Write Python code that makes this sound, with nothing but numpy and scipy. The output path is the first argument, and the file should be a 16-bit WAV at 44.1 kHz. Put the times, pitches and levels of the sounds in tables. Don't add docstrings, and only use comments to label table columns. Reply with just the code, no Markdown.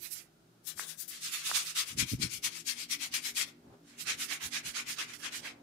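import sys
import numpy as np
from scipy import signal
from scipy.fft import rfft, irfft
from scipy.io import wavfile

SR = 44100
rng = np.random.default_rng(int(sys.argv[2]) if len(sys.argv) > 2 else 0)


def inscribe(sig):
    pcm = np.round(np.clip(np.atleast_2d(sig).T, -1, 1) * 32767)
    wavfile.write(sys.argv[1], SR, pcm.astype(np.int16))


N = 247842
TIME = np.arange(N) / SR

# (time of full speed [s], length [s],
# level at the nearer ear [dB], left minus right [dB], extra brightness [dB/octave], move)
HAND_STROKES = [(.05, .073, -45.3, -19, .7, "right skim"), (.131, .041, -45.3, -29, 3.2, "right skim"),
                (.17, .112, -49.7, -11, -1.5, "right skim"), (.688, .058, -40.5, 29, 0, "left skim"),
                (.808, .077, -42.1, 13, -1.3, "left skim"), (.9, .07, -45.1, 16, .6, "left skim"),
                (1.012, .066, -46.5, 18, 3.4, "left skim"), (1.099, .055, -50.6, 12, 3.6, "left skim"),
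                (1.134, .099, -47, 1, .5, "knead"), (1.254, .088, -40.4, 1, .3, "knead"),
                (1.339, .056, -34.4, -7, .2, "knead"), (1.38, .095, -39.7, 6, -1.1, "knead"),
                (1.481, .08, -33.7, -1, -.2, "knead"), (1.559, .049, -27.6, -9, -.7, "knead"),
                (1.584, .085, -34, 3, .2, "knead"), (1.679, .072, -39.8, -3, .6, "knead"),
                (1.784, .065, -29.2, 2, .8, "left push"), (1.902, .068, -41.6, 5, 1.4, "left return"),
                (1.997, .051, -27, 10, 0, "left push"), (2.115, .075, -37.5, 12, .6, "left return"),
                (2.227, .06, -32.1, 12, -.8, "left push"), (2.347, .071, -38.8, 11, .8, "left return"),
                (2.45, .047, -28.8, 9, .2, "left push"), (2.567, .089, -42.4, 9, 0, "left return"),
                (2.688, .063, -31.2, 11, .6, "left push"), (2.81, .078, -38.8, 9, -1, "left return"),
                (2.919, .052, -30, 9, .4, "left push"), (3.043, .066, -37, 7, -.3, "left return"),
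                (3.15, .058, -30.7, 8, -.2, "left push"), (3.274, .071, -34.1, 7, .4, "left return"),
                (3.383, .064, -28.2, 7, .5, "left push"), (3.425, .044, -31.3, 16, -2.4, "left return"),
                (3.481, .059, -53.1, 18, -5.1, "left skim"), (3.901, .116, -59.8, -2, 0, "right push"),
                (4.013, .047, -39, -11, 1.7, "right return"), (4.093, .069, -33.4, -3, -.9, "right push"),
                (4.225, .067, -34.8, -4, -.4, "right return"), (4.32, .066, -33.1, -5, 0, "right push"),
                (4.447, .062, -35.6, -7, -1.5, "right return"), (4.549, .069, -33.5, -5, -.4, "right push"),
                (4.681, .064, -36.5, -7, -1.1, "right return"), (4.772, .071, -35.1, -4, 0, "right push"),
                (4.907, .064, -36.5, -3, 0, "right return"), (5, .068, -36.5, -2, .5, "right push"),
                (5.094, .073, -49.5, 2, 0, "right push"), (5.144, .052, -43.8, -19, .8, "right return"),
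                (5.21, .046, -50.6, -11, -2.5, "right skim"), (5.246, .058, -38.5, 1, .6, "right push"),
                (5.358, .071, -38.6, -2, 0, "right return"), (5.457, .075, -41.8, -2, .5, "right push")]
HAND_MOVES = {"right skim": (.48, -.004, 6.4, 4.6, -2.8, -1, 0),
              "left skim": (.37, -.002, 5.9, -4.1, -3.2, -.1, 0),
              "knead": (.39, -.001, 3.2, 1.3, -2, 1.2, 0),
              "left push": (.37, .005, 2.4, -2.3, -2.8, 1.5, 1),
              "left return": (.47, -.007, 2.9, -1.9, 1.4, 1.2, -1.5),
              "right push": (.4, .01, 1.4, -1.9, -1.6, 1.4, 2.5),
              "right return": (.47, -.008, 5.1, .7, 3.8, .9, -3)}


def gain_of(db):
    return 10 ** (np.asarray(db) / 20)


def unit_rms(x):
    return x / np.sqrt(np.mean(x ** 2) + 1e-20)


def curve_at(points, hz):
    f, value = np.transpose(points)
    return np.interp(np.log(hz + 1), np.log(f + 1), value)


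def coloured(x, eq):
    return irfft(rfft(x) * gain_of(curve_at(eq, np.fft.rfftfreq(N, 1 / SR))), N)


def wide_noise(eq):
    # (frequency [Hz], correlation)
    likeness = [(60, 1), (130, .97), (290, 0.68), (520, 0.47), (700, -0.0039), (1400, -.05), (3000, 0.072),
                (15000, -0.049)]
    left, unrelated = rfft(rng.standard_normal((2, N)))
    same = np.clip(curve_at(likeness, np.fft.rfftfreq(N, 1 / SR)), -1, 1)
    right = same * left + np.sqrt(1 - same ** 2) * unrelated
    return unit_rms(coloured(irfft(np.array([left, right]), N), eq))


def patches(shape, span_s, span_hz, step_s, step_hz):
    along_f = np.fft.fftfreq(shape[1], step_hz)[:, None] * span_hz
    along_t = np.fft.rfftfreq(shape[2], step_s) * span_s
    field = np.fft.rfft2(rng.standard_normal(shape)) * np.exp(-2 * (along_f ** 2 + along_t ** 2))
    return unit_rms(np.fft.irfft2(field, shape[1:]))


def room_tone(level_db=-66.2):
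    # (frequency [Hz], gain [dB])
    air_eq = [(30, -15), (52, -12), (88, -28), (160, -10), (230, -13.5), (345, -13.5), (400, -17),
              (480, -22), (625, -17.5), (1000, -26.5), (1400, -21.5), (1950, -31), (4000, -29.5),
              (15500, -38.5)]
    return gain_of(level_db) * wide_noise(air_eq)


def room_hum(width_hz=5.3, change_s=2.4):
    # (frequency [Hz], early level [dB], late level [dB])
    tones = [(118, -78, -75.5), (161.3, -69.5, -70.5), (239.1, -79, -65), (287.1, -81.5, -66),
             (342.4, -75, -71), (403, -79, -74)]
    hz, out = np.fft.rfftfreq(N, 1 / SR), np.zeros(N)
    crossfade = .5 + .5 * np.tanh(2 * (TIME - change_s))
    for centre, early_db, late_db in tones:
        tone = irfft(rfft(rng.standard_normal(N)) / (1 + ((hz - centre) / width_hz) ** 2), N)
        out += unit_rms(tone) * gain_of(early_db + crossfade * (late_db - early_db))
    return out


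def strands(snaps_per_s=320, snap_db=7, spread_db=2.6):
    size = gain_of(snap_db + spread_db * np.minimum(rng.exponential(1, (2, N)), 4))
    snaps = size * rng.choice([-1, 1], (2, N)) * (rng.random((2, N)) < snaps_per_s / SR)
    return unit_rms(rng.standard_normal((2, N)) + snaps)


def stroke_power(hz, t, pivot_hz=4000, rise_steepness=1.8, fall_steepness=1.95):
    palm_hz, palm_width_hz = 2300, 1100
    dull_from_s, dull_rates = 4.4, (5.3, 2)
    octave = np.log2(np.maximum(hz, 600) / pivot_hz)[:, None]
    ends = np.minimum(octave ** 2, 3.05 + 2 * (octave < 0))
    palm = np.exp(-(2 * (hz[:, None] - palm_hz) / palm_width_hz) ** 2)
    power = np.zeros((2, len(hz), len(t)))
    for s, length, db, pan_db, bright, move in HAND_STROKES:
        run_up, lag_s, left_tilt, right_tilt, sweep, muffle, ring_db = HAND_MOVES[move]
        near = abs(t - s) < .25
        ears = [(s + lag_s, min(pan_db, 0), left_tilt), (s, min(-pan_db, 0), right_tilt)]
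        for ear, (peak_s, far_db, tilt) in enumerate(ears):
            rising = t[near] < peak_s
            ramp_s = np.maximum(length * np.where(rising, run_up, 1 - run_up), .004)
            travel = (t[near] - peak_s) / ramp_s
            speed = np.exp(-abs(travel) ** np.where(rising, rise_steepness, fall_steepness))
            dulling = dull_rates[ear] * max(s - dull_from_s, 0)
            slope = tilt + bright + sweep * np.tanh(travel / 2) - dulling
            colour_db = slope * octave - muffle * ends + ring_db * palm * np.tanh(travel)
            power[ear][:, near] += (speed * gain_of(db + far_db + colour_db)) ** 2
    return power


def cupped_hands(hz, t, crossfade_s=0.11):
    holds = {"right skim": (0, .5), "left skim": (.75, 1.15), "knead": (1.15, 1.9), "left rub": (1.9, 3.6),
             "right rub": (3.6, 5.7)}
    resonances = {"right skim": [(2100, 500, 0, 4), (3500, 1000, -2, -4)],
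                  "left skim": [(1650, 900, 8, .5)], "knead": [(750, 400, -9, -1), (1204, 330, 8, 8.5),
                  (2000, 500, 3, 0), (2690, 400, 4, 4), (3610, 400, -2, 5)],
                  "left rub": [(1050, 400, 2.5, 0), (1550, 650, -2, -3), (2250, 500, 3.5, 6.5),
                  (2820, 400, -2.5, 5), (3250, 450, 3, 0), (5400, 1200, 1, 2), (7900, 1600, -.5, -5)],
                  "right rub": [(1300, 600, 1, 1.5), (2120, 700, 3.5, 0), (4600, 2000, -1, -1),
                  (7000, 2000, 2, -.3)]}
    db = np.zeros((2, len(hz), len(t)))
    for hold, (start, end) in holds.items():
        held = (np.tanh((t - start) / crossfade_s) - np.tanh((t - end) / crossfade_s)) / 2
        for centre, width, left_db, right_db in resonances[hold]:
            bell = np.exp(-(2 * (hz - centre) / width) ** 2)
            db += np.multiply.outer([left_db, right_db], np.outer(bell, held))
    return db


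def rubbing(hair_db=3.5, hollow_db=2.6, catch_db=1.52):
    # (frequency [Hz], gain [dB])
    left_eq = [(150, -29.5), (450, -12.5), (735, -14.5), (1060, -4), (1460, 1), (2500, 3), (4400, 3.5),
               (5700, 3), (7400, 0.4), (9700, -1.5), (12600, -6), (15500, -13)]
    right_eq = [(150, -26), (450, -14.5), (735, -9.5), (1060, -4.5), (1460, 1), (2300, 5.5), (3300, 3.5),
                (5700, 3), (7400, .5), (9700, -0.4), (12600, -4), (15500, -12.5)]
    # (frequency [Hz], gain [dB])
    head_shadow = [(300, -6), (700, -12.5), (1400, -18.5), (3000, -30), (7000, -49), (14000, -41)]
    hz, t, spectrum = signal.stft(strands(), SR, nperseg=512, noverlap=384)
    hair = np.array([curve_at(left_eq, hz), curve_at(right_eq, hz)])[:, :, None]
    hollows = hollow_db * patches(spectrum.shape, span_s=0.061, span_hz=244, step_s=t[1], step_hz=hz[1])
    catches = catch_db * patches(spectrum.shape, span_s=0.025, span_hz=5950, step_s=t[1], step_hz=hz[1])
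    colour = gain_of(hair_db + hair + cupped_hands(hz, t) + hollows + catches)
    stroked = spectrum * np.sqrt(stroke_power(hz, t)) * colour
    hiss = signal.istft(stroked, SR, nperseg=512, noverlap=384)[1][:, :N]
    near_ear = stick_slip() * turnarounds() * hiss
    return near_ear + coloured(near_ear[::-1], head_shadow)


def room_reverb(x, wet_db=-18.5, build_s=0.0067):
    # (frequency [Hz], time to fall 60 dB [s])
    t60 = [(200, 0.5), (1500, .36), (5000, 0.31), (15000, 0.19)]
    # (frequency [Hz], gain [dB])
    reverb_eq = [(200, 18.5), (4000, -3.5), (15000, -8)]
    hz, t, noise = signal.stft(rng.standard_normal((2, SR // 2)), SR, nperseg=256)
    envelope = gain_of(-60 * t / curve_at(t60, hz)[:, None]) * (1 - np.exp(-t / build_s))
    tail = signal.istft(noise * envelope, SR, nperseg=256)[1]
    send = x.sum(0)[None] / np.sqrt(2)
    wet = signal.fftconvolve(send, tail / np.linalg.norm(tail[0]), axes=1)[:, :N]
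    return gain_of(wet_db) * coloured(wet, reverb_eq)


def turnarounds(dip_db=-2.2, half_s=.007, apart=1.3):
    db = np.zeros(N)
    for stroke, following in zip(HAND_STROKES, HAND_STROKES[1:]):
        s, length, *_, move = stroke
        next_s, next_length, *_, next_move = following
        fall, rise = length * (1 - HAND_MOVES[move][0]), next_length * HAND_MOVES[next_move][0]
        if next_s - s > apart * (fall + rise):
            turn_s = s + (next_s - s) * fall / (fall + rise)
            db += dip_db * np.exp(-((TIME - turn_s) / half_s) ** 2)
    return gain_of(db)


def stick_slip(relax_s=0.0084, snap_s=.001):
    # (time [s], jump [dB])
    slips = [(.669, 6), (1.078, 10), (1.985, 4), (2.216, 3), (2.441, 4), (2.67, 2), (2.91, 3), (3.139, 9),
             (3.366, 3), (4.071, 6), (4.984, 6), (5.136, 9), (5.322, 9)]
    db = np.zeros(N)
    for s, jump in slips:
        db += jump / 2 * np.tanh((TIME - s) / snap_s) * np.exp(-abs(TIME - s) / relax_s)
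    return gain_of(db)


def scalp_rumble(trim_db=-1.5):
    # (time [s], half length [s], level [dB])
    presses = [(.77, .02, -61), (1.5, .2, -67), (1.94, .035, -51), (2.01, .045, -40.5), (2.135, .012, -34),
               (2.225, .04, -38), (2.33, .12, -60), (2.47, .02, -58), (3.05, .35, -66), (3.7, .06, -58),
               (4.11, .09, -61), (4.455, .028, -51.5), (4.67, .03, -53), (4.88, .06, -64),
               (5.35, .3, -66.5)]
    # (frequency [Hz], gain [dB])
    scalp_eq = [(20, -42), (38, -12), (50, -5), (65, -1), (82, -1.5), (115, 2), (180, -3), (290, -6.5),
                (400, -18.5), (600, -35), (1200, -35), (4000, -76)]
    pressure = sum(gain_of(db) * np.exp(-((TIME - s) / half) ** 2) for s, half, db in presses)
    return gain_of(trim_db) * pressure * wide_noise(scalp_eq)


def ticks(cycles=0.65):
    # (time [s], peak [dB], pitch [Hz], left minus right [dB])
    hits = [(.779, -43, 1500, -8), (.796, -26.5, 1600, -12.5), (1.498, -42.5, 800, -4),
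            (1.515, -23, 1310, -6.5)]
    out, t = np.zeros((2, N)), np.arange(-200, 200) / SR
    for s, db, hz, pan_db in hits:
        tick = np.sin(2 * np.pi * hz * t) * np.exp(-(t * hz / cycles) ** 2)
        add(out, s + t[0], gain_of([[db + pan_db / 2], [db - pan_db / 2]]) * tick / abs(tick).max())
    return out


def microphone_bumps(attack_s=0.003):
    # (time [s], peak [dB])
    knocks = [(1.974, -36), (1.992, -40), (2.025, -29), (2.116, -35), (2.134, -21), (2.186, -45),
              (2.198, -37), (2.234, -30.5), (2.251, -35.5)]
    # (frequency [Hz], relative level [dB], t60 [s], left minus right [dB])
    modes = [(68, -8, .09, 4), (120, 0.5, 0.08, 5.5), (182, 7.5, 0.044, -3), (243, 4, 0.033, -11),
             (326, -13, 0.018, 3)]
    out, t = np.zeros((2, N)), np.arange(SR // 6) / SR
    thud = np.zeros((2, len(t)))
    for hz, db, t60, pan_db in modes:
        pan = gain_of([[pan_db / 2], [-pan_db / 2]])
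        thud += pan * gain_of(db - 60 * t / t60) * np.sin(2 * np.pi * hz * t)
    thud *= 1 - np.exp(-(t / attack_s) ** 2)
    for s, db in knocks:
        add(out, s, gain_of(db) * thud / abs(thud).max())
    return out


def hand_shuffle():
    # (time [s], level [dB])
    fader = [(3.5, -100), (3.63, -68), (3.68, -64), (3.72, -62), (3.74, -58), (3.77, -68), (3.84, -75),
             (5.3, -70), (5.45, -59.5), (5.55, -63.5), (5.62, -64)]
    # (frequency [Hz], gain [dB])
    shuffle_eq = [(40, -26), (150, -10), (400, 0), (750, 0.5), (1400, -10.5), (3000, -22), (7000, -25.5),
                  (15000, -43)]
    return gain_of(np.interp(TIME, *np.transpose(fader))) * wide_noise(shuffle_eq)


def add(mix, s, sound):
    part = mix[:, max(round(s * SR), 0):][:, :sound.shape[1]]
    part += sound[:, :part.shape[1]]


def scene():
    hands = rubbing() + ticks()
    reverb = room_reverb(hands)
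    handling = scalp_rumble() + microphone_bumps() + hand_shuffle()
    return hands + reverb + handling + room_hum() + room_tone()


def record(dry, low_cut_hz=50, high_cut_hz=15650):
    lean = signal.sosfilt(signal.butter(3, low_cut_hz, "high", fs=SR, output="sos"), dry)
    high_cut = signal.firwin(601, high_cut_hz, window=("kaiser", 9), fs=SR)
    return signal.oaconvolve(lean, high_cut[None], "same")


dry = scene()
out = record(dry)
inscribe(out)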